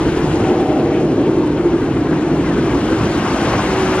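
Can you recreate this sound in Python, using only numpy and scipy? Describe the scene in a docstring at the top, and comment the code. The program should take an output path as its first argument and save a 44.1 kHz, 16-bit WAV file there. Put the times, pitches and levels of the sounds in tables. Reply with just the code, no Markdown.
"""A roller coaster train sweeps through a dip and climbs a steel tower, heard outdoors from the ground.
From the start, its wheels make the hollow track roar and throb over a deep rumble and a rush of air.
In the first second the wheels sing briefly in the dip, and the first of three faint ticks is heard.
Past halfway come faint squeaks and a low tone, and the rush brightens as the train turns overhead.
Near the end a steady hum sets in."""
import sys
import numpy as np
from scipy import signal
from scipy.fft import rfft, irfft
from scipy.io import wavfile
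from scipy.ndimage import uniform_filter1d

SR = 44100
rng = np.random.default_rng(int(sys.argv[2]) if len(sys.argv) > 2 else 0)


def store_pcm(level_fs):
    """Save levels as 16-bit WAV."""
    pcm = np.round(np.clip(level_fs, -1, 1) * 32767).astype(np.int16)
    wavfile.write(sys.argv[1], SR, np.atleast_2d(pcm).T)


N = 176400
TIME = np.arange(N) / SR

# How loud the deep rumble is: time_s, level_db
RUMBLE_LOUDNESS = [(0, -21), (.2, -23.5), (.42, -20.5), (.6, -26.5), (1.7, -26), (2.0, -22), (2.2, -27),
                   (2.48, -24.5), (2.85, -25.5), (3.1, -23.5), (3.3, -26.5), (3.55, -21.5), (4, -28.5)]
# The rumble's mix of low and high: pitch_hz, relative_db
RUMBLE_COLOUR = [(20, -21), (32, -16.5), (45, -15.5), (62, -2.5), (85, -7), (120, -3.5), (200, -7),
                 (400, -22.5)]

# The track's main ringing note: time_s, pitch_hz, level_db
ROAR_PATH = [(0, 321.4, -18), (.35, 325, -16.5), (.6, 328.7, -16), (1.35, 327.9, -15), (1.85, 312, -17),
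             (2.5, 303.5, -17), (2.9, 315.4, -17.5), (3.4, 309.6, -21.5), (4, 300, -22.5)]
# Other notes, each swelling on one stretch of track: peak_s, spread_s, pitch_hz, width_hz, level_db
TRACK_SWELLS = [(.25, 0.21, 150.2, 35, -26), (1.1, 0.38, 146, 25, -26), (2.35, 0.55, 155.2, 19.5, -24.5),
                (2.5, 0.27, 235, 42, -26), (3.501, 0.94, 210, 36, -28.5), (0.87, 0.37, 224, 30.3, -28),
                (0.67, .22, 766, 65, -26.3), (0.76, 0.3, 618, 83, -27.5), (.42, 0.15, 878, 29, -34.5),
                (.96, 0.037, 2100, 1300, -36), (1.42, 0.23, 910, 49, -36), (2.799, .5, 116, 48, -29)]
# The heaviest throbs, added on top of the roar: time_s, level_db
HEAVY_THROBS = [(0.069, -17.5), (0.517, -17.5), (.61, -23), (0.799, -22), (1.209, -19.5), (1.285, -21.5),
                (1.39, -20), (1.663, -16.5), (1.74, -16.5), (1.99, -23.5), (2.125, -21), (2.335, -22),
                (2.585, -20.5), (2.76, -20.5), (2.92, -17.5), (3.335, -22.5)]

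# How the rush of wheels and air rises and falls: time_s, relative_db
RUSH_LOUDNESS = [(0, -29), (.2, -31.5), (.4, -30.5), (1.1, -36), (1.9, -33), (2.5, -31), (3.15, -28),
                 (3.47, -23.5), (3.66, -25.2), (4, -24.5)]
# How its high hiss rises and falls: time_s, relative_db
HISS_LOUDNESS = [(0, -38), (.35, -37.5), (.8, -41.5), (1.5, -43), (2.1, -42.5), (2.6, -39), (3.1, -36),
                 (3.45, -33.5), (4, -33.5)]
# The rush's mix of low and high: pitch_hz, relative_db
RUSH_COLOUR = [(200, 3), (450, 2.5), (750, 2.5), (1000, 1.5), (1400, -2.5), (2000, -9.5), (3000, -21),
               (5000, -46.5)]
# The same for the hiss: pitch_hz, relative_db
HISS_COLOUR = [(1000, -21.5), (1800, -7), (2600, 2), (4000, -6), (5500, -16), (7000, -4.5), (10000, -21),
               (16000, -23.5)]
# The same for the sizzle, the finest hiss: pitch_hz, relative_db
SIZZLE_COLOUR = [(3500, -1.5), (5500, 4.5), (7000, -4), (10000, -3.5), (13000, -9.5), (16000, -15.5)]
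# How late the rush's echo arrives as the train moves: time_s, delay_ms
ECHO_DELAY = [(0, 3.5), (.7, 1.46), (1.5, 1.96), (2.5, 3.8), (4, 7.64)]

# Notes sung by wheels and tower, the hum last: start_s, end_s, start_hz, end_hz, level_db
SINGING_NOTES = [(0.12, 0.54, 441.5, 449, -28), (.15, .52, 992, 1003, -38.5), (.42, .56, 758, 755, -31.5),
                 (0.555, 1.072, 484.5, 470.8, -29.5), (.66, .81, 758.5, 723, -28.5),
                 (2.55, 3.443, 325.6, 343, -28), (3.679, 4.1, 378.6, 371.5, -20)]
# Faint high ticks: time_s, pitch_hz, level_db
HIGH_TICKS = [(.357, 6000, -31), (1.812, 12500, -39), (3.917, 11500, -33)]
# Faint distant squeaks: start_s, end_s, start_hz, end_hz, level_db
FAR_SQUEAKS = [(2.452, 2.535, 2130, 1700, -37), (2.705, 2.745, 1604, 1660, -36),
               (2.89, 2.935, 1564, 1506, -35.5)]

# How far the wave on the left side runs ahead of the right: pitch_hz, lead_radians
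LEFT_LEAD = [(900, .03), (1500, 0.27), (2200, 0.36), (4200, 1.23), (6000, 1.88), (8000, 2.58)]
# How much louder the left side is than the right: pitch_hz, louder_db
LEFT_LOUDER = [(400, 0), (900, 1.5), (1500, 4.5), (2300, 5), (3600, 4), (5600, 2)]
# Scattered sound, unlike on the two sides, compared with the direct sound: pitch_hz, relative_db
SCATTERED_SHARE = [(90, -56.5), (230, -35), (370, -26.5), (600, -22.5), (1400, -15.5), (2300, -7),
                   (5600, -5), (10000, -12)]


def from_db(db):
    """Turn decibels into a number to multiply by."""
    return 10 ** (np.asarray(db) / 20)


def rms_one(x):
    """Scale a sound so that its average strength (rms) is 1."""
    return x / np.sqrt(np.mean(x ** 2) + 1e-20)


def steady(x, span_s=.16):
    """Hold a noise at strength 1 over the given span, leaving its faster flutter."""
    size = int(span_s * SR)
    power = uniform_filter1d(uniform_filter1d(x ** 2, size), size)
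    return x / np.sqrt(power + 1e-20)


def over_time(rows):
    """Join a table's points with straight lines: one curve for each column after the time."""
    times, *columns = np.transpose(rows)
    return [np.interp(TIME, times, column) for column in columns]


def at_pitch(rows, hz):
    """Read a table's value at the given pitches."""
    pitches, values = np.transpose(rows)
    return np.interp(np.log(np.maximum(hz, 1)), np.log(pitches), values)


def bump(peak_s, spread_s):
    """A smooth rise and fall."""
    return np.exp(-.5 * ((TIME - peak_s) / spread_s) ** 2)


def drift(rate_hz):
    """A slow random wobble of strength 1, worked out once every 40 samples."""
    memory = np.exp(-2 * np.pi * rate_hz * 40 / SR)
    noise = rng.standard_normal(N // 40 + 2002)
    slow = signal.lfilter([1], [1, -2 * memory, memory ** 2], noise)[2000:]
    return np.interp(np.arange(N) / 40, np.arange(len(slow)), rms_one(slow))


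def noise_band(low_hz, high_hz):
    """Fresh noise between two pitches."""
    sos = signal.butter(2, [low_hz, high_hz], "band", fs=SR, output="sos")
    return signal.sosfilt(sos, rng.standard_normal(N + SR // 10))[-N:]


def ringing(hz, width_hz):
    """Something shaken at random rings around one pitch; the narrower, the clearer the note."""
    low_hz = np.hypot(hz, width_hz / 2) - width_hz / 2
    return rms_one(noise_band(low_hz, low_hz + width_hz))


def coloured_noise(colour, flicker_db=1.82):
    """Noise of strength 1, built from half-octave bands that each flicker on their own."""
    out = 0
    edges_hz = 18 * 2 ** np.arange(0, 10.1, .5)
    for low, high in zip(edges_hz, edges_hz[1:]):
        hz = np.sqrt(low * high)
        if colour[0][0] / 2 < hz < colour[-1][0] * 2:
            level_db = at_pitch(colour, hz) + flicker_db * drift(19.6)
            out += from_db(level_db) * noise_band(low, high)
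    return steady(out)


def rumble():
    """The tower rumbles under the weight of the train."""
    return from_db(over_time(RUMBLE_LOUDNESS)[0]) * coloured_noise(RUMBLE_COLOUR)


def track_roar(beat_depth_db=1):
    """The hollow track rings and throbs under the wheels, and its pitch sinks as the train slows."""
    hz, level_db = over_time(ROAR_PATH)
    centre_hz = hz.mean()
    core = ringing(centre_hz, width_hz=79)
    fringe = from_db(-3.5) * ringing(centre_hz, width_hz=217)
    # Multiplying these two slides the whole ringing up or down in pitch.
    glide = np.exp(2j * np.pi * np.cumsum(hz - centre_hz) / SR)
    ring = signal.hilbert(steady(core + fringe, span_s=.07)) * glide
    return from_db(level_db + beat_depth_db * wheel_beat()) * ring.real + heavy_throbs(ring)


def wheel_beat(beats_per_s=11.3):
    """The wheels press on the track in an uneven beat, -1 to 1, that peaks on every heavy throb."""
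    peaks_s = [0] + [time_s for time_s, _ in HEAVY_THROBS] + [N / SR]
    beats_per_gap = np.maximum(np.round(np.diff(peaks_s) * beats_per_s), 1)
    beats_so_far = np.append(0, np.cumsum(beats_per_gap))
    return np.cos(2 * np.pi * np.interp(TIME, peaks_s, beats_so_far))


def heavy_throbs(ring):
    """The heaviest wheel loads push the track harder, in step with its ringing."""
    pushes = sum(from_db(db) * bump(time_s, spread_s=.01) for time_s, db in HEAVY_THROBS)
    evened_ring = rms_one(ring.real / np.hypot(np.abs(ring), .5))
    return pushes * evened_ring


def track_swells():
    """Other notes of the track swell and fade as the train crosses each stretch."""
    return sum(from_db(db) * bump(peak_s, spread_s) * steady(ringing(hz, width_hz))
               for peak_s, spread_s, hz, width_hz, db in TRACK_SWELLS)


def rush(rush_gain_db=5.5, hiss_gain_db=1.5, sizzle_db=-44, echo_db=-16.5):
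    """Wheels and air rush, hiss and sizzle; a faint, shifting echo colours the noise."""
    rush_db, = over_time(RUSH_LOUDNESS)
    hiss_db, = over_time(HISS_LOUDNESS)
    # The sizzle swings further than the hiss as the train turns toward the listener.
    swing_db = 1.28 * (hiss_db - hiss_db.mean())
    body = from_db(rush_db + rush_gain_db) * coloured_noise(RUSH_COLOUR)
    hiss = from_db(hiss_db + hiss_gain_db) * coloured_noise(HISS_COLOUR)
    sizzle = from_db(sizzle_db + swing_db) * coloured_noise(SIZZLE_COLOUR)
    direct = body + hiss + sizzle
    delay_ms, = over_time(ECHO_DELAY)
    echo = np.interp(TIME - delay_ms / 1000, TIME, direct)
    return direct + from_db(echo_db) * echo


def sliding_notes(rows, wander_hz, fade_s=.014, flicker_db=1.36, octave_db=-21):
    """Slightly shaky notes that slide in pitch, each with a weak copy an octave higher."""
    out = 0
    for start_s, end_s, start_hz, end_hz, db in rows:
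        hz = np.interp(TIME, [start_s, end_s], [start_hz, end_hz]) + wander_hz * drift(9.5)
        phase = 2 * np.pi * np.cumsum(hz) / SR
        note = rms_one(np.sin(phase) + from_db(octave_db) * np.sin(2 * phase))
        fade = np.clip(np.minimum(TIME - start_s, end_s - TIME) / fade_s + .5, 0, 1)
        out += fade * from_db(db + flicker_db * drift(10)) * note
    return out


def singing():
    """The wheels and tower sing briefly in the dip and hum later on."""
    return sliding_notes(SINGING_NOTES, wander_hz=1.29)


def ticks(decay_s=.002):
    """Tiny bright clicks that die away within milliseconds."""
    out = 0
    for time_s, hz, db in HIGH_TICKS:
        fade = (TIME >= time_s) * np.exp(-np.abs(TIME - time_s) / decay_s)
        out += from_db(db) * fade * ringing(hz, width_hz=3500)
    return out


def squeaks():
    """Short, high, wavering squeaks sound faintly in the distance."""
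    return sliding_notes(FAR_SQUEAKS, wander_hz=7.3)


def mix():
    """Rumble, roar, rush, notes and squeaks, added together with faint high clicks."""
    return rumble() + track_roar() + track_swells() + rush() + singing() + squeaks() + ticks()


def scene(opposite_hz=8800):
    """The train in stereo: centred in the bass, very wide in the highest hiss."""
    hz = np.arange(N + 1) * SR / (2 * N)
    side = np.array([[1], [-1]])  # left, right
    lead = at_pitch(LEFT_LEAD + [(opposite_hz, np.pi)], hz)
    louder_db = at_pitch(LEFT_LOUDER + [(opposite_hz, 0)], hz)
    # Both shrink toward zero below the first pitch in their tables.
    lead *= np.minimum(hz / LEFT_LEAD[0][0], 1) ** 2
    louder_db *= np.minimum(hz / LEFT_LOUDER[0][0], 1) ** 2
    direct = rfft(mix(), 2 * N) * from_db(side * louder_db / 2) * np.exp(.5j * side * lead)
    scattered = rfft(mix(), 2 * N) * from_db(at_pitch(SCATTERED_SHARE, hz))
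    return irfft(direct + side * scattered)[:, :N]


def record(dry):
    """Cut away the very highest treble."""
    cutoff_hz = 14900
    return signal.sosfilt(signal.ellip(10, .1, 80, cutoff_hz, fs=SR, output="sos"), dry)


dry = scene()
out = record(dry)
store_pcm(out)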